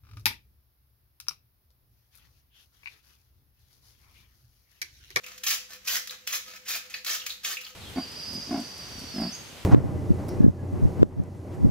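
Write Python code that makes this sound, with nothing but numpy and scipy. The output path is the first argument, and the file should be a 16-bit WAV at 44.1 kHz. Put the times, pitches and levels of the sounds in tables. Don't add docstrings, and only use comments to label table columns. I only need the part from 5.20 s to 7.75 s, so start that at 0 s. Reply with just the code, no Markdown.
import sys
import numpy as np
from scipy import signal
from scipy.fft import rfft, irfft, next_fast_len
from scipy.io import wavfile
from scipy.ndimage import uniform_filter1d

SR = 44100
rng = np.random.default_rng(int(sys.argv[2]) if len(sys.argv) > 2 else 0)


def wrap_up_sound(samples):
    columns = np.atleast_2d(samples).T
    tamed = np.clip(columns, -1, 1)
    steps = np.round(tamed * 32767).astype(np.int16)
    wavfile.write(sys.argv[1], SR, steps)


N = 112454

# bite t/s, bite length/s, slack length/s, slack rise/s, slack level/dB,
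# bite level/dB, brightness/(dB per octave), hollow tone f/Hz, its boost/dB
GRIND_STROKES = [(0.264, 0.076, 0.031, 0.0018, -35, -27, 1.8, 2960, 3.5),
                 (0.671, 0.099, 0.03, 0.019, -40.5, -28.5, 1.47, 1970, 3),
                 (1.123, 0.038, 0.055, .002, -37, -29, 0.95, 2180, 5),
                 (1.484, 0.082, 0.038, 0.029, -38, -31.5, 1, 2350, 4.5),
                 (1.86, 0.096, 0.013, 0.0024, -45, -29.5, 0.4, 2230, 1),
                 (2.243, 0.089, .013, 0.0092, -37.5, -32.5, 0.8, 1750, 2.5)]
# start t/s, end t/s, level/dB, brightness/(dB per octave)
CAP_RASPS = [(0.03, 0.164, -48.5, -1.4), (0.491, 0.549, -46, -0.9), (0.901, 0.942, -42.5, -2),
             (1.261, 1.365, -44, -1.56), (1.654, 1.654, -44, -2), (1.696, 1.77, -43.5, -0.5),
             (1.974, 2.047, -48.5, -1), (2.058, 2.133, -41.5, 1.5), (2.408, 2.499, -46.5, -0.2)]
# t/s, level/dB
GRAIN_CRACKS = [(.04, -22), (0.063, -15), (.179, -16), (.236, -5), (0.265, -6), (0.271, -6.5), (0.284, -2),
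                (0.533, -14.5), (.678, -2.5), (0.754, -1), (0.873, -9.5), (.908, -9.5), (1.074, -1.5),
                (1.361, -26), (1.484, -6), (1.49, -10), (1.561, -10.5), (1.847, -7.5), (1.864, -10),
                (1.9, -6), (2.064, -3), (2.248, -4.5), (2.413, -16)]
# t/s, level/dB, f/Hz
CAP_KNOCKS = [(0.041, -16, 2537), (0.065, -15.5, 2460), (.678, -6, 2600), (0.692, -6.5, 3020),
              (.753, -6, 1880), (0.894, -10.5, 3910), (1.073, -11, 2530), (1.076, -16, 3040),
              (1.081, -16, 3100), (1.739, -7.5, 2550), (1.741, -8, 4400), (1.743, -12, 1890),
              (1.87, -12, 4240), (1.996, -13.5, 3600), (2.016, -13.5, 2950), (2.063, -12, 2380),
              (2.103, -6, 3910), (2.246, -11.5, 2430), (2.249, -7, 3230), (2.369, -5, 2560),
              (2.386, -32, 2560), (2.446, -15.5, 4450), (2.464, -16, 3030)]
# f/Hz, level/dB
CRUNCH_COLOUR = [(100, -19), (300, -14.5), (450, -12.5), (680, -6), (900, -11), (1200, -1), (1800, 0),
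                 (2500, 1.5), (4000, 2), (6100, 3), (7200, -1), (8300, -3.5), (10000, -2), (12000, -7),
                 (15600, -8)]
# f/Hz, boost/dB
JAR_RINGS = [(1272, 6.5), (1560, 3.5), (1770, 8.5), (1978, 0), (2520, 8), (2845, -14), (2983, 1.5),
             (3878, 1), (4770, 2.5), (6270, 1.5)]
# f/Hz, t/s
ROOM_FADE = [(300, 0.27), (4000, 0.37), (14000, 0.25)]
# f/Hz, likeness from 0 to 1
CHANNEL_LIKENESS = [(100, .3), (500, .1), (2500, 0), (7200, .05), (8300, .998), (10200, .998), (11200, .5),
                    (12600, .99)]
# f/Hz, phase/radians
RIGHT_PHASE = [(30, 0), (250, .6), (3000, .75), (6300, 1.9), (7500, 2.5), (8200, 3.12), (10200, 3.16),
               (11200, 5), (12200, 6.28)]
# f/Hz, level/dB
HISS_COLOUR = [(36, -31), (52, 12), (100, -1), (200, -0.5), (400, -9.5), (900, -7.5), (2000, 1.5),
               (6000, -2.5), (15000, -12)]
# f/Hz, level/dB
HUM_TONES = [(100, -78.5), (200, -75), (367, -85.5)]
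# start t/s, end t/s, level/dB
LOW_RUMBLES = [(.31, .39, -67), (0.505, 0.62, -63), (0.707, 0.748, -68)]

GRAINS_PER_S, GRAIN_SPREAD_DB = 6500, 3
CLUMP_DB, CLUMP_S, CLUMP_BANDS_HZ = 2.5, .0073, np.geomspace(1000, 16000, num=14)
BODY_DB, BODY_HZ, BODY_RISE_S = -44.5, 445, .068
GLASS_DB, GLASS_FADE_S, JAR_RING_WIDTH_HZ = -15.5, .12, 45
EARLY_DB, EARLY_FADE_S, FIRST_ECHO_S, MOVE_EVERY_S = -2.5, .046, .002, .2
WHINE_HZ, WHINE_DB, SECOND_WHINE_DB, BEAT_HZ, BEAT_PEAK_S = 509.4, -69.5, -70, 8.13, .07
WAVER_SHARE, WAVER_HZ = .3, 18
HISS_DB, RUMBLE_HZ = -57, 56

T = np.arange(N) / SR
FFT_SIZE = next_fast_len(N + SR // 4, real=True)
HZ = np.maximum(np.arange(FFT_SIZE // 2 + 1) * SR / FFT_SIZE, 1)


def crunch():
    clicks, out = clumped(grains(GRAINS_PER_S, GRAIN_SPREAD_DB)), 0
    for bite, length, slack_s, rise_s, slack_db, bite_db, tilt_db, hollow_hz, boost_db in GRIND_STROKES:
        slack = from_db(slack_db) * gate(bite - slack_s, bite, rise_s)
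        biting = from_db(bite_db) * gate(bite, bite + length, rise_s=.0037)
        stroke = tilted(clicks * (slack + biting), tilt_db)
        hollow = resonate(stroke, hollow_hz, q=5.6)
        out = out + stroke + (from_db(boost_db) - 1) * hollow
    return out


def grains(per_s, spread_db):
    sizes = from_db(spread_db * np.minimum(rng.exponential(1, N), 5))
    return unit_level(sizes * rng.choice([-1, 1], N) * (rng.random(N) < per_s / SR))


def clumped(clicks):
    spectrum, out = rfft(clicks, FFT_SIZE), 0
    for share in np.eye(len(CLUMP_BANDS_HZ)):
        band = irfft(spectrum * np.interp(HZ, CLUMP_BANDS_HZ, share), FFT_SIZE)[:N]
        swell = np.interp(T / CLUMP_S, np.arange(1500), rng.standard_normal(1500))
        out = out + band * from_db(CLUMP_DB * swell)
    return unit_level(out)


def jar_body():
    ends = [bite + length for bite, length, *_ in GRIND_STROKES]
    swell = sum(gate(end - BODY_RISE_S, end, BODY_RISE_S) for end in ends)
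    drum = resonate(grains(GRAINS_PER_S, GRAIN_SPREAD_DB), BODY_HZ, q=.38)
    return from_db(BODY_DB) * swell * unit_level(drum)


def rasp():
    clicks = clumped(grains(per_s=900, spread_db=3.3))
    return sum(tilted(clicks * from_db(db) * gate(start, end), tilt_db)
               for start, end, db, tilt_db in CAP_RASPS)


def cracks():
    snaps = sum(from_db(db) * burst(start, peak_s=.0008) for start, db in GRAIN_CRACKS)
    bass_cut = signal.butter(1, 1300, "high", fs=SR, output="sos")
    return signal.sosfilt(bass_cut, tilted(snaps, db_per_octave=1))


def knocks():
    rings, ticks = 0, 0
    for start, db, hz in CAP_KNOCKS:
        contact = burst(start, peak_s=.0017)
        cap = unit_level(resonate(resonate(contact, hz, q=3.6), hz, q=3.6))
        glass = unit_level(resonate(contact, hz, q=np.pi * hz * GLASS_FADE_S / np.log(1000)))
        rings = rings + from_db(db) * (cap + from_db(GLASS_DB) * glass) / np.sqrt(N)
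        ticks = ticks + from_db(db - 10.5) * contact
    return rings + jar(tilted(ticks, db_per_octave=1))


def burst(start, peak_s, size=2048):
    age = np.arange(size) / SR / peak_s
    cluster = evened(rng.standard_normal(size) * age * np.exp(-age))
    return np.pad(cluster, (int(start * SR), N))[:N]


def jar(x):
    boosts_db = sum(db / (1 + (2 * (HZ - hz) / JAR_RING_WIDTH_HZ) ** 2) for hz, db in JAR_RINGS)
    return filtered(x, causal_filter(at_hz(CRUNCH_COLOUR) + boosts_db))


def kitchen(x, tail_db):
    out, step = np.zeros((2, N + SR)), int(MOVE_EVERY_S * SR)
    for i in range(0, N, step):
        heard = signal.fftconvolve(x[None, i:i + step], room_echo(tail_db), axes=1)
        out[:, i:i + heard.shape[1]] += heard
    return out[:, :N]


def room_echo(tail_db):
    size = SR // 2
    t, tail = np.arange(size) / SR, 0
    for band_hz, fade_s in ROOM_FADE:
        share = [(hz, hz == band_hz) for hz, _ in ROOM_FADE]
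        band = noise_pair(lambda hz: np.sqrt(at_hz(share, hz)), size)
        tail = tail + band * from_db(-60 * t / fade_s)
    early = noise_pair(np.ones_like, size) * from_db(-60 * t / EARLY_FADE_S)
    echoes = from_db(tail_db) * unit_level(tail) + from_db(EARLY_DB) * unit_level(early)
    delayed = np.pad(echoes / np.sqrt(size), ((0, 0), (int(FIRST_ECHO_S * SR), 0)))[:, :size]
    return evened((t == 0) + delayed)


def hiss():
    noise = noise_pair(lambda hz: from_db(at_hz(HISS_COLOUR, hz)), FFT_SIZE)[:, :N]
    return from_db(HISS_DB) * unit_level(noise)


def hum():
    return np.sqrt(2) * sum(from_db(db) * np.sin(2 * np.pi * (hz * T + rng.random()))
                            for hz, db in HUM_TONES)


def motors():
    turn = 2 * np.pi * (T - BEAT_PEAK_S)
    first = from_db(WHINE_DB) * np.sin(WHINE_HZ * turn)
    second = from_db(SECOND_WHINE_DB) * np.sin((WHINE_HZ - BEAT_HZ) * turn)
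    waver = unit_level(filtered(rng.standard_normal(FFT_SIZE), HZ < WAVER_HZ))
    return np.sqrt(2) * (first + second) * (1 + WAVER_SHARE * waver)


def rumbles():
    swell = sum(from_db(db) * gate(start, end) for start, end, db in LOW_RUMBLES)
    bass_band = np.exp(-(2 * np.log2(HZ / RUMBLE_HZ)) ** 2)
    return swell * unit_level(filtered(rng.standard_normal(FFT_SIZE), bass_band))


def noise_pair(colour, size):
    hz = np.maximum(np.arange(size // 2 + 1) * SR / size, 1)
    alike = np.clip(at_hz(CHANNEL_LIKENESS, hz), 0, .998)
    shared, opposed = rfft(rng.standard_normal((2, size)))
    pair = (np.sqrt(1 + alike) * shared + np.sqrt(1 - alike) * opposed * [[1], [-1]]) / np.sqrt(2)
    return irfft(pair * colour(hz), size)


def gate(start, end, rise_s=.0021, release_s=.015):
    return np.clip((T - start) / rise_s, 0, 1) * np.exp(-np.maximum(T - end, 0) / release_s)


def resonate(x, hz, q):
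    return signal.lfilter(*signal.iirpeak(hz, q, fs=SR), x + 1e-18)


def tilted(x, db_per_octave):
    return filtered(x, from_db(db_per_octave * np.log2(np.maximum(HZ, 300) / 4000)))


def evened(x, width_hz=450):
    size, spectrum = x.shape[-1], rfft(x)
    power = np.mean(np.abs(np.atleast_2d(spectrum)) ** 2, axis=0)
    broad_db = 10 * np.log10(uniform_filter1d(power, int(width_hz * size / SR)) + 1e-12)
    return unit_level(irfft(spectrum * causal_filter(-broad_db))) / np.sqrt(size)


def causal_filter(db):
    cepstrum = irfft(np.log(from_db(db)))
    cepstrum[len(db) - 1:] = 0
    return unit_level(np.exp(2 * rfft(cepstrum)))


def filtered(x, gains):
    return irfft(rfft(x, FFT_SIZE) * gains, FFT_SIZE)[..., :N]


def at_hz(table, hz=HZ):
    row_hz, values = np.transpose(table)
    return np.interp(np.log(hz), np.log(row_hz), values)


def unit_level(x):
    return x / np.sqrt(np.mean(np.abs(x) ** 2) + 1e-20)


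def from_db(db):
    return 10 ** (np.asarray(db) / 20)


def scene():
    seasoning = kitchen(jar(crunch() + jar_body() + rasp() + cracks()), tail_db=-2.5)
    cap = kitchen(knocks(), tail_db=-1.5)
    left, right = seasoning + cap + hiss() + hum() + motors() + rumbles()
    return np.array([left, filtered(right, np.exp(-1j * at_hz(RIGHT_PHASE)))])


def record(dry):
    return signal.sosfilt(signal.ellip(12, .1, 80, 15700, fs=SR, output="sos"), dry)


dry = scene()
out = record(dry)
wrap_up_sound(out)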